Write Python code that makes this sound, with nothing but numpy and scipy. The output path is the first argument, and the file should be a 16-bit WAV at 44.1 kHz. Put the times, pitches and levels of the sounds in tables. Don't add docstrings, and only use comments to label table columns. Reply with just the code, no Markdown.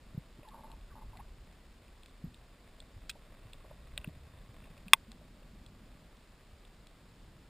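import sys
import numpy as np
from scipy import signal
from scipy.fft import rfft, irfft
from scipy.io import wavfile
from scipy.ndimage import uniform_filter1d

SR = 44100
rng = np.random.default_rng(int(sys.argv[2]) if len(sys.argv) > 2 else 0)


def gain_from_db(level_db):
    decades = np.asarray(level_db, float) / 20
    return 10 ** decades


def output_pcm(signal):
    pcm = np.clip(np.atleast_2d(signal).T, -1, 1) * 32767
    wavfile.write(sys.argv[1], SR, np.round(pcm).astype(np.int16))


N = 330287
TIME = np.arange(N) / SR

# (frequency [Hz], level [dB per Hz])
HISS = [(20, -91.5), (120, -93.5), (300, -93), (700, -99), (1400, -102), (2800, -105), (4500, -106),
        (7000, -106)]
# (frequency [Hz], level [dB per Hz])
SIDE_HISS = [(20, -118), (150, -113), (1000, -114), (7000, -114)]
# (time [s], level [dB])
REEF_LEVEL = [(0, -68.5), (1, -72), (2.4, -72), (2.8, -69.5), (3.6, -66.5), (4.2, -67.5), (4.7, -65),
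              (5, -73.5), (6, -71), (7.49, -74.5)]
# (time [s], level [dB])
SURGE_LEVEL = [(0.0, -61), (0.44, -63.5), (1.08, -55.5), (2.06, -64.5), (2.23, -60.5), (2.67, -65),
               (2.92, -57), (3.04, -59.5), (3.69, -62), (3.88, -58), (4.25, -61), (4.67, -58.5),
               (4.94, -64), (5.65, -61.5), (6.28, -65), (7.49, -64.5)]
# (middle [s], length [s], wash lift [dB], gurgle lift [dB])
EDDIES = [(.55, .3, -1, 2), (1.2, 0.47, 6, -1.5), (2.28, 0.15, 4, 5), (3.05, .25, -3, 1.5),
          (3.8, 0.42, 4, -1), (4.2, .45, 7.5, 0), (4.7, .7, 2.5, 6.5), (5.22, .25, 5, 8.5),
          (5.6, .4, 5, 8.5), (5.9, 0.23, 5.5, 9.5), (7.3, 0.77, 7.5, 5)]
# (frequency [Hz], level [dB], time to fall 60 dB [s])
SEAL_MODES = [(234, -5.5, 0.034), (567, -9, 0.035), (878, 0, 0.03), (1110, -2, 0.014), (1570, -15, 0.019)]
# (start [s], length [s], level [dB], slips [per s])
CREAKS = [
    (.535, 0.075, -57, 126),
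    (.634, 0.02, -58, 130),
    (.667, 0.013, -62, 115),
    (.699, 0.041, -60, 118),
    (0.953, 0.039, -58.5, 118),
    (1.01, 0.018, -59.5, 114),
    (1.127, .032, -63.5, 130),
]
# (time [s], peak [dB], start pitch [Hz], end pitch [Hz], length [s])
SQUEAKS = [(.443, -56, 1090, 1000, .03), (.466, -51, 900, 840, .038), (.503, -55, 1130, 1010, .042),
           (.912, -59, 1200, 1080, .028), (1.15, -57, 800, 690, .028), (1.165, -63, 1700, 2300, .025),
           (1.187, -48, 770, 960, .027), (1.198, -52, 1000, 1130, .018), (.97, -57, 95, 110, .3),
           (3.72, -53, 52, 72, .3), (4.05, -51, 82, 68, .3)]
# (time [s], peak [dB], frequency [Hz], swell time [s])
KNOCKS = [(.146, -38, 140, 0.0032), (0.1768, -29, 144, 0.003), (0.386, -49, 108, .005),
          (0.389, -49, 302, 0.0023), (2.239, -32.5, 163, 0.005), (2.238, -50, 300, 0.0022),
          (4.077, -48, 290, 0.0045), (2.273, -42, 70.4, 0.0049), (2.259, -51, 242, 0.0078),
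          (2.96, -45, 94, 0.0078), (3.453, -45, 99, 0.0053), (3.991, -46, 60.4, 0.0054),
          (4.075, -32.5, 153, 0.003), (4.49, -48, 111, .008), (4.70, -49, 158.5, 0.0088),
          (4.862, -44, 187, .006), (5.08, -49, 224, .008), (5.204, -59, 180, .006),
          (5.53, -52.5, 200.2, 0.0066), (5.81, -55.5, 202, 0.009), (6.53, -47, 70, 0.0066)]
# (frequency [Hz], level [dB], time to fall 60 dB [s])
WALL_MODES = [(600, -14, .04), (900, -15, .022), (1090, -14, .02), (1550, -15, .014), (1950, -8, .012),
              (2450, -6, .010), (2720, -.5, .011), (3350, -2.5, .010), (3520, -1.5, .011), (3780, -3, .010),
              (4300, -5, .008), (4850, -7, .008), (5200, -9, .007), (5560, -4, .008)]
# (time [s], peak [dB], centre [Hz], burst length [s])
RASPS = [
    (0.431, -53, 2100, .004),
    (0.635, -50, 900, .001),
    (.6995, -51, 900, .001),
    (.903, -55.5, 1390, .012),
    (0.927, -61, 1500, .0065),
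    (.9535, -50, 900, .001),
    (1.132, -54, 1050, 0.0071),
    (1.168, -59, 2000, .01),
    (1.187, -59, 1500, .008),
]
# (time [s],
# peak [dB], centre [Hz], burst length [s])
TAPS = [(0.394, -54, 619, .0033), (0.43, -48.5, 600, 0.0024), (3.153, -48, 600, .0089),
        (3.644, -49, 552, .0033), (3.71, -44.5, 630, 0.0034), (3.976, -50.5, 589, .003),
        (4.045, -46, 606, 0.0014), (5.212, -54, 458, 0.0032), (5.421, -55, 546, 0.0023),
        (6.536, -57, 673, .0033), (4.934, -36.5, 641.5, .001)]
# (time [s], peak [dB], centre [Hz], bare crack [dB])
TICKS = [
    (0.327, -57.5, 3340, 4),
    (0.4863, -48.5, 3750, 3),
    (1.527, -62, 3110, 15),
    (2.06, -50, 3460, 12),
    (2.094, -58, 3390, 8),
    (2.219, -65, 4140, 4),
    (3.5324, -39.5, 3530, 0),
    (5.1175, -45.5, 3500, 15.5),
    (6.169, -57, 3010, 4),
    (6.87, -48, 3900, 10.5),
]
# (time [s], peak [dB], centre [Hz], bare crack [dB])
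SNAPS = [(0.7158, -44.5, 3630, -7), (0.81, -57, 3230, -7), (1.123, -56.5, 2650, -9),
         (1.1717, -51, 3360, 11), (1.197, -55, 2610, -7), (1.8804, -55, 2420, -7), (2.0328, -48, 3300, -4),
         (2.3433, -44.5, 3450, -13), (2.802, -41, 3570, 0), (4.013, -51, 2600, -5), (4.0731, -52, 2670, -7),
         (4.641, -49, 2600, -6.5), (4.778, -50, 2540, 6.5), (4.8817, -41.5, 2640, 3),
         (5.4294, -58, 2507, -7), (5.663, -51, 3480, 11), (6.6498, -51.5, 3350, -7)]
# (time [s], peak [dB], centre [Hz], spread [octaves], burst length [s])
NEAR_SNAPS = [(3.093, -48, 3000, .6, .002), (3.0949, -30.5, 3300, 0.92, 0.0043),
              (3.103, -40, 3600, .44, .0015), (3.111, -44, 3000, .8, .0012),
              (3.9764, -27.5, 3680, 0.37, 0.00035), (3.9768, -30, 2620, 0.23, 0.00054),
              (3.984, -48, 2650, .2, .002), (4.0437, -34.5, 2420, 0.28, 0.0011),
              (4.044, -41, 1500, 0.37, 0.0016), (3.9782, -37.5, 1860, 0.27, 0.00055),
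              (3.9772, -40.5, 3960, .12, 0.0007), (3.096, -45.5, 1900, 0.2, 0.0022)]
# (time [s], level [dB])
CLOSE_BLOWS = [
    (4.93355, 0),
    (4.93456, -9.8),
    (4.93538, -18),
    (4.93603, -12.5),
]
# (frequency [Hz], level [dB], time to fall 60 dB [s], first swing [+1 or -1])
CLOSE_MODES = [(650, -13.9, .003, -1), (912, -23, .036, 1), (1079, -10.8, .0164, 1), (1501, -30.7, .03, 1),
               (2062, -33, .035, 1), (2455, -14.2, .0188, -1), (2565, -4.4, .0202, -1),
               (3243, -9.6, .0123, 1), (3457, -2.2, .0266, -1), (3734, -9.8, .0098, 1),
               (4250, -22, .014, -1), (5160, -9, .006, -1), (5461, -12, .012, 1), (5750, -8, .008, -1)]


def curve(table):
    return np.interp(TIME, *np.transpose(table))


def coloured(points):
    hz, db = np.transpose(points)
    bins = np.arange(N // 2 + 1) * SR / N + 1
    shape = gain_from_db(np.interp(np.log(bins), np.log(hz), db))
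    return irfft(rfft(rng.standard_normal(N)) * shape, N) * np.sqrt(SR / 2)


def ring(x, modes):
    out = np.zeros(len(x))
    for k, (hz, db, t60) in enumerate(modes):
        decay = np.exp(-np.log(1000) / (t60 * SR))
        turn = 2 * np.pi * hz / SR
        feedback = [1, -2 * decay * np.cos(turn), decay * decay]
        out += (-1) ** k * gain_from_db(db) * signal.lfilter([0, decay * np.sin(turn)], feedback, x)
    return out


def band(x, lo_hz, hi_hz):
    y = signal.sosfilt(signal.butter(2, [lo_hz, hi_hz], "bandpass", fs=SR, output="sos"), x)
    return y / np.sqrt(np.mean(y ** 2))


def add(track, s, sound, db):
    i = int(s * SR)
    track[i:i + len(sound)] += (gain_from_db(db) * sound / np.abs(sound).max())[:N - i]


def grains(rate, scatter_db):
    size = np.minimum(rng.exponential(size=N), 3)
    return (rng.random(N) < rate / SR) * rng.standard_normal(N) * gain_from_db(scatter_db * size)


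def hiss():
    return coloured(HISS), coloured(SIDE_HISS)


def reef():
    far_modes = [(600, 0.5, 0.017), (1106.4, -3.5, 0.019), (1930, 3.5, 0.0039),
                 (2600, -3.5, 0.0097), (3600, -3.0, .008)]
    crackle = ring(grains(900, 3.6), far_modes)
    return gain_from_db(curve(REEF_LEVEL)) * crackle / np.std(crackle)


def surge():
    surge_db = curve(SURGE_LEVEL)
    above_mean_db = surge_db + 59
    wash_db = -65.5 + 0.59 * above_mean_db
    gurgle_db = -69.5 + 0.3 * above_mean_db
    for s, length, wash_lift_db, gurgle_lift_db in EDDIES:
        passing = np.exp(-(2 * (TIME - s) / length) ** 2)
        wash_db = wash_db + wash_lift_db * passing
        gurgle_db = gurgle_db + gurgle_lift_db * passing
    deep = gain_from_db(surge_db + 4.5) * band(rng.standard_normal(N), 22, 49)
    wash = gain_from_db(wash_db) * band(grains(300, 2.5), 56, 135)
    gurgle = gain_from_db(gurgle_db) * band(grains(680, 1.6), 140, 250)
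    return deep + wash + gurgle


def squeak(hz):
    waver = 1 + .7 * uniform_filter1d(rng.standard_normal(len(hz)), 150)
    phase = 2 * np.pi * np.cumsum(hz * waver) / SR
    return np.sin(phase) + gain_from_db(-14.5) * np.sin(2 * phase) + gain_from_db(-39) * np.sin(3 * phase)


def creak():
    grip_s, let_go_s, sag_db_per_s = 0.0027, 0.0072, 33
    slips = np.zeros(N)
    rubbing, chance = rng.standard_normal((2, N))
    uneven = gain_from_db(1.5 * chance)
    wander = 1 + 2.2 * uniform_filter1d(rubbing, 200)
    for s, length, db, rate in CREAKS:
        u = TIME - s
        left = length + let_go_s - u
        on = (u > 0) & (left > 0)
        fade = np.clip(np.minimum(.5 + u / grip_s, left / let_go_s), 0, 1)
        grip = fade * gain_from_db(db - sag_db_per_s * u * on)
        phase = np.cumsum(on * rate / SR * wander)
        count = np.floor(np.maximum.accumulate(phase) + .9)
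        slip = np.diff(count, prepend=0) * on
        slips += grip * (slip * uneven + 0.063 * on * rubbing)
    out = gain_from_db(6.0) * ring(slips, SEAL_MODES)
    for s, db, start_hz, end_hz, length in SQUEAKS:
        t = TIME[:int(length * SR)]
        hz = start_hz + (end_hz - start_hz) * t / length
        add(out, s, squeak(hz) * np.sin(np.pi * t / length), db)
    return out


def knocks():
    out, t = np.zeros(N), TIME[:6000]
    for s, db, hz, swell in KNOCKS:
        add(out, s, -np.sin(2 * np.pi * hz * t) * t * np.exp(-t / swell), db)
    return out


def snaps(table):
    out, t = np.zeros(N), TIME[:3000]
    crack_band = signal.butter(2, [1850, 9300], "bandpass", fs=SR, output="sos")
    for s, db, hz, spread, length, crack_db in table:
        modes = [(f, g - 6 * (np.log2(f / hz) / max(spread, .1)) ** 2, t60) for f, g, t60 in WALL_MODES]
        burst = rng.standard_normal(len(t)) * np.exp(-t / max(length, .0002))
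        burst[0] += 6.0
        add(out, s, ring(burst, modes), db)
        add(out, s, signal.sosfilt(crack_band, burst), db + crack_db)
    return out


def clicks():
    # time [s], peak [dB], centre [Hz], spread [octaves], burst length [s], bare crack [dB]
    rasps = [(s, db, hz, 0.28, length, -18) for s, db, hz, length in RASPS]
    taps = [(s, db, hz, 0.66, length, -26.5) for s, db, hz, length in TAPS]
    ticks = [(s, db, hz, 0.43, 0.0003136, crack) for s, db, hz, crack in TICKS]
    shrimp = [(s, db, hz, 0.34, 0.00084, crack) for s, db, hz, crack in SNAPS]
    near = [(*row, -24.5 + 36 * row[3]) for row in NEAR_SNAPS]
    return snaps(rasps) + snaps(taps) + snaps(ticks) + snaps(shrimp) + snaps(near)


def close_snap():
    out, start = np.zeros(N), int(CLOSE_BLOWS[0][0] * SR)
    t = TIME[start:start + 4000]
    for s, blow_db in CLOSE_BLOWS:
        u = np.maximum(t - s, 0)
        for hz, db, t60, swing in CLOSE_MODES:
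            tone = np.sin(2 * np.pi * hz * u) * 1000 ** (-u / t60)
            out[start:start + 4000] += swing * gain_from_db(blow_db + db) * tone
    spray = np.exp(-(t - t[0]) / 0.0032) * rng.standard_normal(len(t))
    add(out, t[1], ring(spray, WALL_MODES), -26)
    add(out, t[1], band(spray, 300, 6000), -27)
    return gain_from_db(1.95) * signal.sosfilt(signal.butter(2, 220, "highpass", fs=SR, output="sos"), out)


def scene():
    hiss_mid, side = hiss()
    mid = hiss_mid + reef() + surge() + creak() + knocks() + clicks() + close_snap()
    return np.array([mid + side, mid - side])


def roll_off(x):
    return signal.sosfilt(signal.butter(12, 16540, fs=SR, output="sos"), x)


def record(dry):
    smooth = signal.sosfilt(signal.butter(8, 5500, fs=SR, output="sos"), dry)
    slow = np.clip(signal.resample_poly(smooth, 40, 147, axis=1), -1, 1)
    held = signal.resample_poly(np.repeat(slow, 4, axis=1), 147, 160, axis=1)
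    held = np.pad(held, ((0, 0), (0, 8)))[:, :N]
    top = signal.ellip(7, .5, 34, 15190, fs=SR, output="sos")
    return roll_off(signal.sosfilt(top, held))


dry = scene()
out = record(dry)
output_pcm(out)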